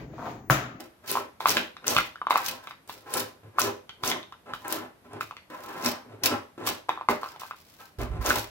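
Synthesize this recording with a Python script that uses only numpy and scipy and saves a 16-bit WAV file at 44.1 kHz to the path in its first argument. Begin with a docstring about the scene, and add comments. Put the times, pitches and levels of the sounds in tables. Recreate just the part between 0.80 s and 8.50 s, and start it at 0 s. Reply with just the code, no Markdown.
"""In the quiet air of a small workshop, a drawknife works the bark edge of a thick slab, left of a phone.
Pull after pull, the blade chatters through the bark, which tears with a hiss while the slab rings.
Single fibres snap, short woody clacks ring out with a dry crack, and the blade drags lightly between cuts.
Near the end, around the last pull, the phone is handled and rumbles."""
import sys
import numpy as np
from scipy import signal
from scipy.fft import rfft, irfft, next_fast_len
from scipy.io import wavfile
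from scipy.ndimage import uniform_filter1d

SR = 44100
rng = np.random.default_rng(int(sys.argv[2]) if len(sys.argv) > 2 else 0)


def pcm_store(signal):
    """Save signal as 16-bit PCM."""
    levels = np.round(np.clip(np.atleast_2d(signal), -1, 1) * 32767)
    wavfile.write(sys.argv[1], SR, levels.astype(np.int16).T)


N = 339570
T = np.arange(N) / SR
CONTROL_T = np.arange(0, N / SR, .001)  # envelope clock, in seconds


def undb(db):
    return 10 ** (np.asarray(db) / 20)


def set_rms(x, db):
    return x * undb(db) / np.sqrt(np.mean(x ** 2))


def eq(x, points):
    """Shape a signal along (freq_hz, gain_db) points."""
    hz, db = np.transpose(points)
    size = next_fast_len(N)
    bins_hz = np.arange(size // 2 + 1) * SR / size
    gain = undb(np.interp(np.log(bins_hz + 1), np.log(hz), db))
    return irfft(rfft(x, size) * gain, size)[..., :N]


def resonate(x, hz, width_hz):
    """One resonance, gain 1 at its centre."""
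    return signal.lfilter(*signal.iirpeak(hz, hz / width_hz, SR), x)


def wander(rate_hz):
    """Glides between random values; spread near 1."""
    hold = int(SR / rate_hz)
    return 1.12 * uniform_filter1d(np.repeat(rng.standard_normal(N // hold + 1), hold), hold)[:N]


def clicks(per_s, spread_db):
    """Random impulses, mostly small and a few large; rms 1."""
    when, size = rng.random((N, 2)).T
    impulses = (when < per_s / SR) * undb(-spread_db * np.log(size + 0.0025))
    return set_rms(impulses * np.sign(rng.standard_normal(N)), 0)


def add(track, start_s, sound):
    i = int(start_s * SR)
    track[i:i + len(sound)] += sound[:N - i]


def envelopes(start_s, attack_s, hold_s, db, fade_db_per_s):
    """One gain curve per blade contact: climb 40 dB over the attack up to start_s, hold, fade."""
    t = CONTROL_T - start_s[:, None]
    rise_db = 40 * np.minimum(t / np.reshape(attack_s, (-1, 1)), 0)
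    fade_db = fade_db_per_s * np.maximum(t - hold_s[:, None], 0)
    return undb(db[:, None] + rise_db - fade_db)


def workshop_air():
    """A quiet, dark bed of room tone, centred in the bass and wide in the treble."""
    mid, side = eq(rng.standard_normal((2, N)),
                   [(30, -2), (81, 8), (666, 0), (1350, -5.5), (7270, -21.5), (13000, -17), (16000, -37.5)])
    side = eq(side, [(100, -13), (1500, 0.5)])
    return set_rms(np.array([mid + side, mid - side]), db=-59)


# Cutting pulls: bite_s, attack_s, tear_hold_s, tear_db, ring_hold_s, ring_db
PULLS = [(-.04, .01, 0.027, -44, 0.014, -36.5), (0.293, 0.053, 0.048, -33, 0.094, -35),
         (0.671, 0.0099, 0.039, -28.5, 0.058, -33.5), (1.07, 0.019, 0.049, -31, 0.019, -29),
         (1.664, 0.049, 0.0049, -31, 0.061, -43.5), (2.338, 0.092, 0.062, -35, 0.064, -32.5),
         (2.796, 0.024, 0.049, -33.5, 0.06, -31.5), (3.248, 0.037, 0.051, -34.5, 0.085, -34),
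         (3.929, 0.16, 0.015, -40, 0.048, -33.5), (5.048, 0.076, 0.03, -33.5, 0.02, -29),
         (5.436, 0.0042, 0.004, -24.5, 0.067, -27), (5.865, 0.025, 0.011, -32, 0.015, -37),
         (7.461, 0.031, 0.066, -34, 0.092, -31.5)]
# Light touches and drags between cuts: start_s, hold_s, hiss_db, ring_db, ring_tilt_db_per_octave
DRAGS = [(0.24, 0.015, -76, -56, 13.5), (0.602, 0.11, -51.5, -48, 7.5), (0.76, 0.029, -45.5, -37, -1.5),
         (1.15, 0.056, -43.5, -40.5, 8.5), (1.499, 0.099, -44, -44, 15.5), (1.827, 0.069, -60, -92, 31.5),
         (2.076, 0.083, -52, -50.5, -3), (2.261, 0.052, -85, -52, 13), (2.633, 0.028, -95, -61, -11),
         (3.659, 0.065, -89, -41, -1), (3.737, 0.016, -54, -59.5, -5), (3.844, 0.089, -75, -49.5, 11.5),
         (4.243, 0.094, -80, -57, -2.5), (4.334, 0.048, -84, -43.5, -5), (4.406, 0.0098, -47.5, -60, -8),
         (4.701, 0.336, -58.5, -46, 6.5), (5.25, 0.097, -107, -49.5, -8.5), (5.779, 0.11, -69, -34, -1),
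         (6.087, 0.011, -55, -37.5, 6), (6.291, 0.012, -43, -29, -1), (6.413, 0.093, -56, -63.5, 16.5),
         (6.596, 0.044, -48, -68, 22.5), (6.758, 0.32, -63, -93, 5), (6.989, 0.0089, -71, -66.5, 18.5),
         (7.187, 0.03, -50, -35, -5), (7.313, 0.084, -83, -47.5, -12), (7.411, 0.086, -51, -53, 16.5),
         (7.558, 0.017, -36, -46.5, -6)]


def drawknife():
    """Each pull or drag tears the bark and rings the slab; in a pull the slab loads later and slower."""
    bite_s, attack_s, tear_hold_s, tear_db, ring_hold_s, ring_db = np.transpose(PULLS)
    pull_tear = envelopes(bite_s, attack_s, tear_hold_s, tear_db, fade_db_per_s=316.5).sum(0)
    pull_ring = envelopes(bite_s + 0.014, attack_s + 0.071, ring_hold_s, ring_db, 270.5).sum(0)
    start_s, hold_s, hiss_db, drag_db, tilt = np.transpose(DRAGS)
    drag_hiss = envelopes(start_s, 0.0036, hold_s, hiss_db, 242.5).sum(0)
    drag_rings = envelopes(start_s, 0.0036, hold_s, drag_db, 242.5)

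    def drive_at(hz):
        tilt_gains = undb(tilt * np.log2(hz / 400))  # each drag has its own brightness
        return np.interp(T, CONTROL_T, pull_ring + tilt_gains @ drag_rings)

    return slab_ring(drive_at) + bark_tear() * np.interp(T, CONTROL_T, pull_tear + drag_hiss)


# Resonances of slab and bench: pitch_hz, width_hz, level_db
SLAB_MODES = [(103, 26, -5.5), (253.6, 36, -0.5), (296.5, 14, -7.5), (342.8, 17, 5.5), (394, 28, 2),
              (501, 26.4, 1.5), (601, 160, -3), (810, 36, -1.5), (970.5, 107, -4), (1288, 33, -7.5),
              (1550, 25, -14.5)]


def slab_ring(drive_at):
    """The woody body: uneven chatter feeds each mode more or less as the blade moves along the edge."""
    chatter = clicks(per_s=4000, spread_db=2.5) * undb(3.37 * wander(45))
    body = np.zeros(N)
    for hz, width_hz, db in SLAB_MODES:
        drift = undb(2.5 * wander(8))
        body += undb(db) * resonate(chatter * drive_at(hz) * drift, hz, width_hz)
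    return eq(body, [(45, -22), (110, 1.5), (2200, -2), (5000, -7.5)]) * undb(16)


# Tone of tearing bark: freq_hz, gain_db
TEAR_EQ = [(800, -2.5), (2300, 4), (3500, 4), (5100, 5.5), (8400, -1.5), (10500, -1.5), (12600, 3),
           (15300, 2)]


def bark_tear():
    """Dense fibre clicks make a hiss; a long blade tears in several places, so the two mics differ."""
    shared = clicks(per_s=9000, spread_db=2.1)
    fibres = shared + 2.2 * np.array([clicks(9000, 3.2), clicks(9000, 3.1)])
    bursts = signal.lfilter([1], [1, -.993], np.abs(clicks(160, 2.7)))
    flicker = undb(1.2 * wander(90))
    return set_rms(eq(fibres * (1 + 0.12 * bursts) * flicker, TEAR_EQ), db=7.5)


def room_reverb(x, t60_s=0.3):
    """Early echoes off floor and bench, then a short, dense, dark tail, its own for each mic."""
    t = np.arange(int(.35 * SR)) / SR
    tail = rng.standard_normal((2, len(t))) * np.minimum(t / 0.005, 1) * undb(-60 * t / t60_s)
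    response = set_rms(tail, db=-2.5) / np.sqrt(len(t))
    for lag_s, db in ((.0068, -10.8), (.0135, -14.6)):
        response[[0, 1], int(lag_s * SR) + rng.integers(0, 12, 2)] += undb(db)
    wet = signal.fftconvolve(x[None], response, axes=1)[:, :N]
    mid = wet.mean(0)
    side = eq(wet - mid, [(100, -21), (500, -1.5), (1500, 0)])  # long waves reach both mics alike
    return eq(mid + side, [(3000, 1), (14000, -11.5)])


# Single fibres breaking: start_s, level_db, pitch_hz
FIBRE_SNAPS = [(0.315, -9.5, 12600), (0.694, -7.5, 5840), (1.08, -4.5, 6050), (1.6627, -15.5, 6200),
               (2.0765, -40, 8850), (2.3393, -10.5, 10100), (2.371, -12, 12200), (2.397, -15.5, 10900),
               (2.796, -10, 12700), (2.8175, -9.5, 5940), (3.277, -11, 6170), (3.43, -33, 3600),
               (3.881, -19.5, 13000), (3.9252, -9.5, 13600), (4.333, -37.5, 9100), (5.0254, -27.5, 5900),
               (5.0614, -9, 5640), (5.437, -10.5, 5400), (5.469, -34, 5150), (5.8905, -20, 5940),
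               (6.488, -33, 5000), (7.462, -14.5, 6230), (7.4983, -17, 6540)]


def fibre_snaps():
    """A snapping fibre rings two or three cycles and splinters in a short hiss near the same pitch."""
    out, t = np.zeros(N), np.arange(400) / SR
    for start_s, db, hz in FIBRE_SNAPS:
        tick = np.sin(2 * np.pi * hz * t) * np.exp(-t * hz / 2.7)
        splinter = resonate(rng.standard_normal(len(t)), hz, 0.5 * hz) * np.exp(-t / 0.0018)
        add(out, start_s, undb(db) * (tick + 0.48 * splinter))
    return out * undb([[7.5], [2.5]])  # panned left


# Short woody clacks: start_s, level_db, pitch_hz, brightness_db
WOOD_CLACKS = [(0.354, -16, 1010, -22), (0.371, -14.5, 1040, -35), (0.605, -23, 910, -10.5),
               (0.657, -6, 1120, -17), (0.769, -26, 1770, 11.5), (0.967, -35, 1240, -4.5),
               (1.043, -32.5, 1400, -7), (1.165, -11, 1210, -3), (1.185, -9, 1390, -8.5),
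               (1.357, -31.5, 1400, -14), (1.416, -21, 1200, -22), (1.469, -14, 1120, -22.5),
               (1.507, -8, 1064, -14), (1.557, -7.5, 1110, -15), (1.872, -30, 1240, -6),
               (1.909, -31.5, 1120, -8.5), (2.095, -29, 940, -6), (2.785, -9.5, 1150, -18.5),
               (3.093, -42, 1050, 7), (3.236, -22.5, 1050, 0.5), (3.315, -27, 1470, 8.5),
               (3.523, -32.5, 1090, -6), (3.736, -22.5, 1300, -9.5), (4.409, -18, 1356, -11.5),
               (4.51, -28.5, 1160, -12.5), (4.567, -38.5, 1210, 1.5), (5.874, -20.5, 1160, -28),
               (6.092, -12, 960, -14), (6.175, -25.5, 1080, -24), (6.211, -23.5, 1010, -22),
               (6.287, -9, 1080, -11), (6.432, -21.5, 1090, -12.5), (6.442, -29.5, 1080, -13),
               (6.46, -29.5, 1120, -12), (6.561, -35.5, 905, -11), (6.618, -33, 1060, -17),
               (6.634, -29, 1015, -16), (6.71, -25, 1200, -14), (7.505, -9, 1490, -13)]


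def wood_clacks(rebounds=5, overtone_hz=2065):
    """Probably the blade on the slab: a brief ring and a dry crack, then weaker, off-pitch rebounds."""
    knocks, cracks, t = np.zeros(N), np.zeros(N), np.arange(900) / SR
    draws = rng.random((len(WOOD_CLACKS), rebounds, 3))
    for (start_s, db, hz, brightness_db), draw in zip(WOOD_CLACKS, draws):
        impact = undb(db + 12.5) * (1 - np.exp(-t / 0.00049)) * np.exp(-t / 0.0015)
        add(knocks, start_s, impact * np.sin(2 * np.pi * hz * t))
        grit = 2.18 * rng.standard_normal(len(t))
        overtone = 1.24 * undb(0.36 * db) * np.sin(2 * np.pi * overtone_hz * t)  # grows on hard clacks
        add(cracks, start_s, impact * undb(brightness_db) * (grit + overtone))
        lag_s = 0
        for gap, detune, loss in draw:
            lag_s += .004 + .007 * gap
            rebound_hz = hz * (1 + 0.47 * (detune - .5))
            rebound_gain = undb(-3 - 410 * lag_s - 8 * loss)
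            add(knocks, start_s + lag_s, impact * rebound_gain * np.sin(2 * np.pi * rebound_hz * t))
    return eq(knocks, [(60, -36), (300, -0.5)]), eq(cracks, [(700, -5), (3600, 0), (10000, -27.5)])


# Bumps on the handled phone: start_s, level_db
PHONE_BUMPS = [(7.184, -24), (7.221, -27), (7.304, -19.5), (7.392, -18), (7.479, -25), (7.565, -37)]


def handling_rumble(case_hz=60):
    """Each bump swings the phone's case a few slow cycles, over a low shake that dies away."""
    thuds, t = np.zeros(N), np.arange(SR // 5) / SR
    for start_s, db in PHONE_BUMPS:
        add(thuds, start_s, undb(db) * np.sin(2 * np.pi * case_hz * t) * np.exp(-t / 0.019))
    held_s = T - PHONE_BUMPS[0][0]
    fade = np.clip(held_s / 0.01, 0, 1) * undb(-44 * held_s)
    shake = resonate(resonate(rng.standard_normal(N), case_hz, 60), case_hz, 60)
    return (thuds + fade * set_rms(shake, db=-34.5)) * undb([[-4.2], [2.8]])  # panned right


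def scene():
    """Mix the woodwork at the phone's two mics with its reverb, the handling and the room tone."""
    knocks, cracks = wood_clacks()
    woodwork = drawknife() + fibre_snaps() + knocks + cracks
    left = eq(woodwork[0], [(6000, 0), (8000, -1), (13000, 1)])
    right = np.roll(woodwork[1], 5)  # the far mic hears it 5 samples later
    reverb_send = woodwork.mean(0) - 0.8 * knocks  # the knocks are close by and stir the room less
    direct = np.array([left, right]) * undb(-1.5)
    return direct + room_reverb(reverb_send) + handling_rumble() + workshop_air()


def record(dry):
    """The phone rounds the loudest peaks, loses the deepest bass and cuts the top steeply."""
    rounded = np.tanh(0.72 * dry) / 0.84
    low_cut = signal.butter(3, 38, "high", fs=SR, output="sos")
    high_cut = signal.ellip(12, .2, 100, 15900, fs=SR, output="sos")
    return signal.sosfilt(high_cut, signal.sosfilt(low_cut, rounded))


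dry = scene()
out = record(dry)
pcm_store(out)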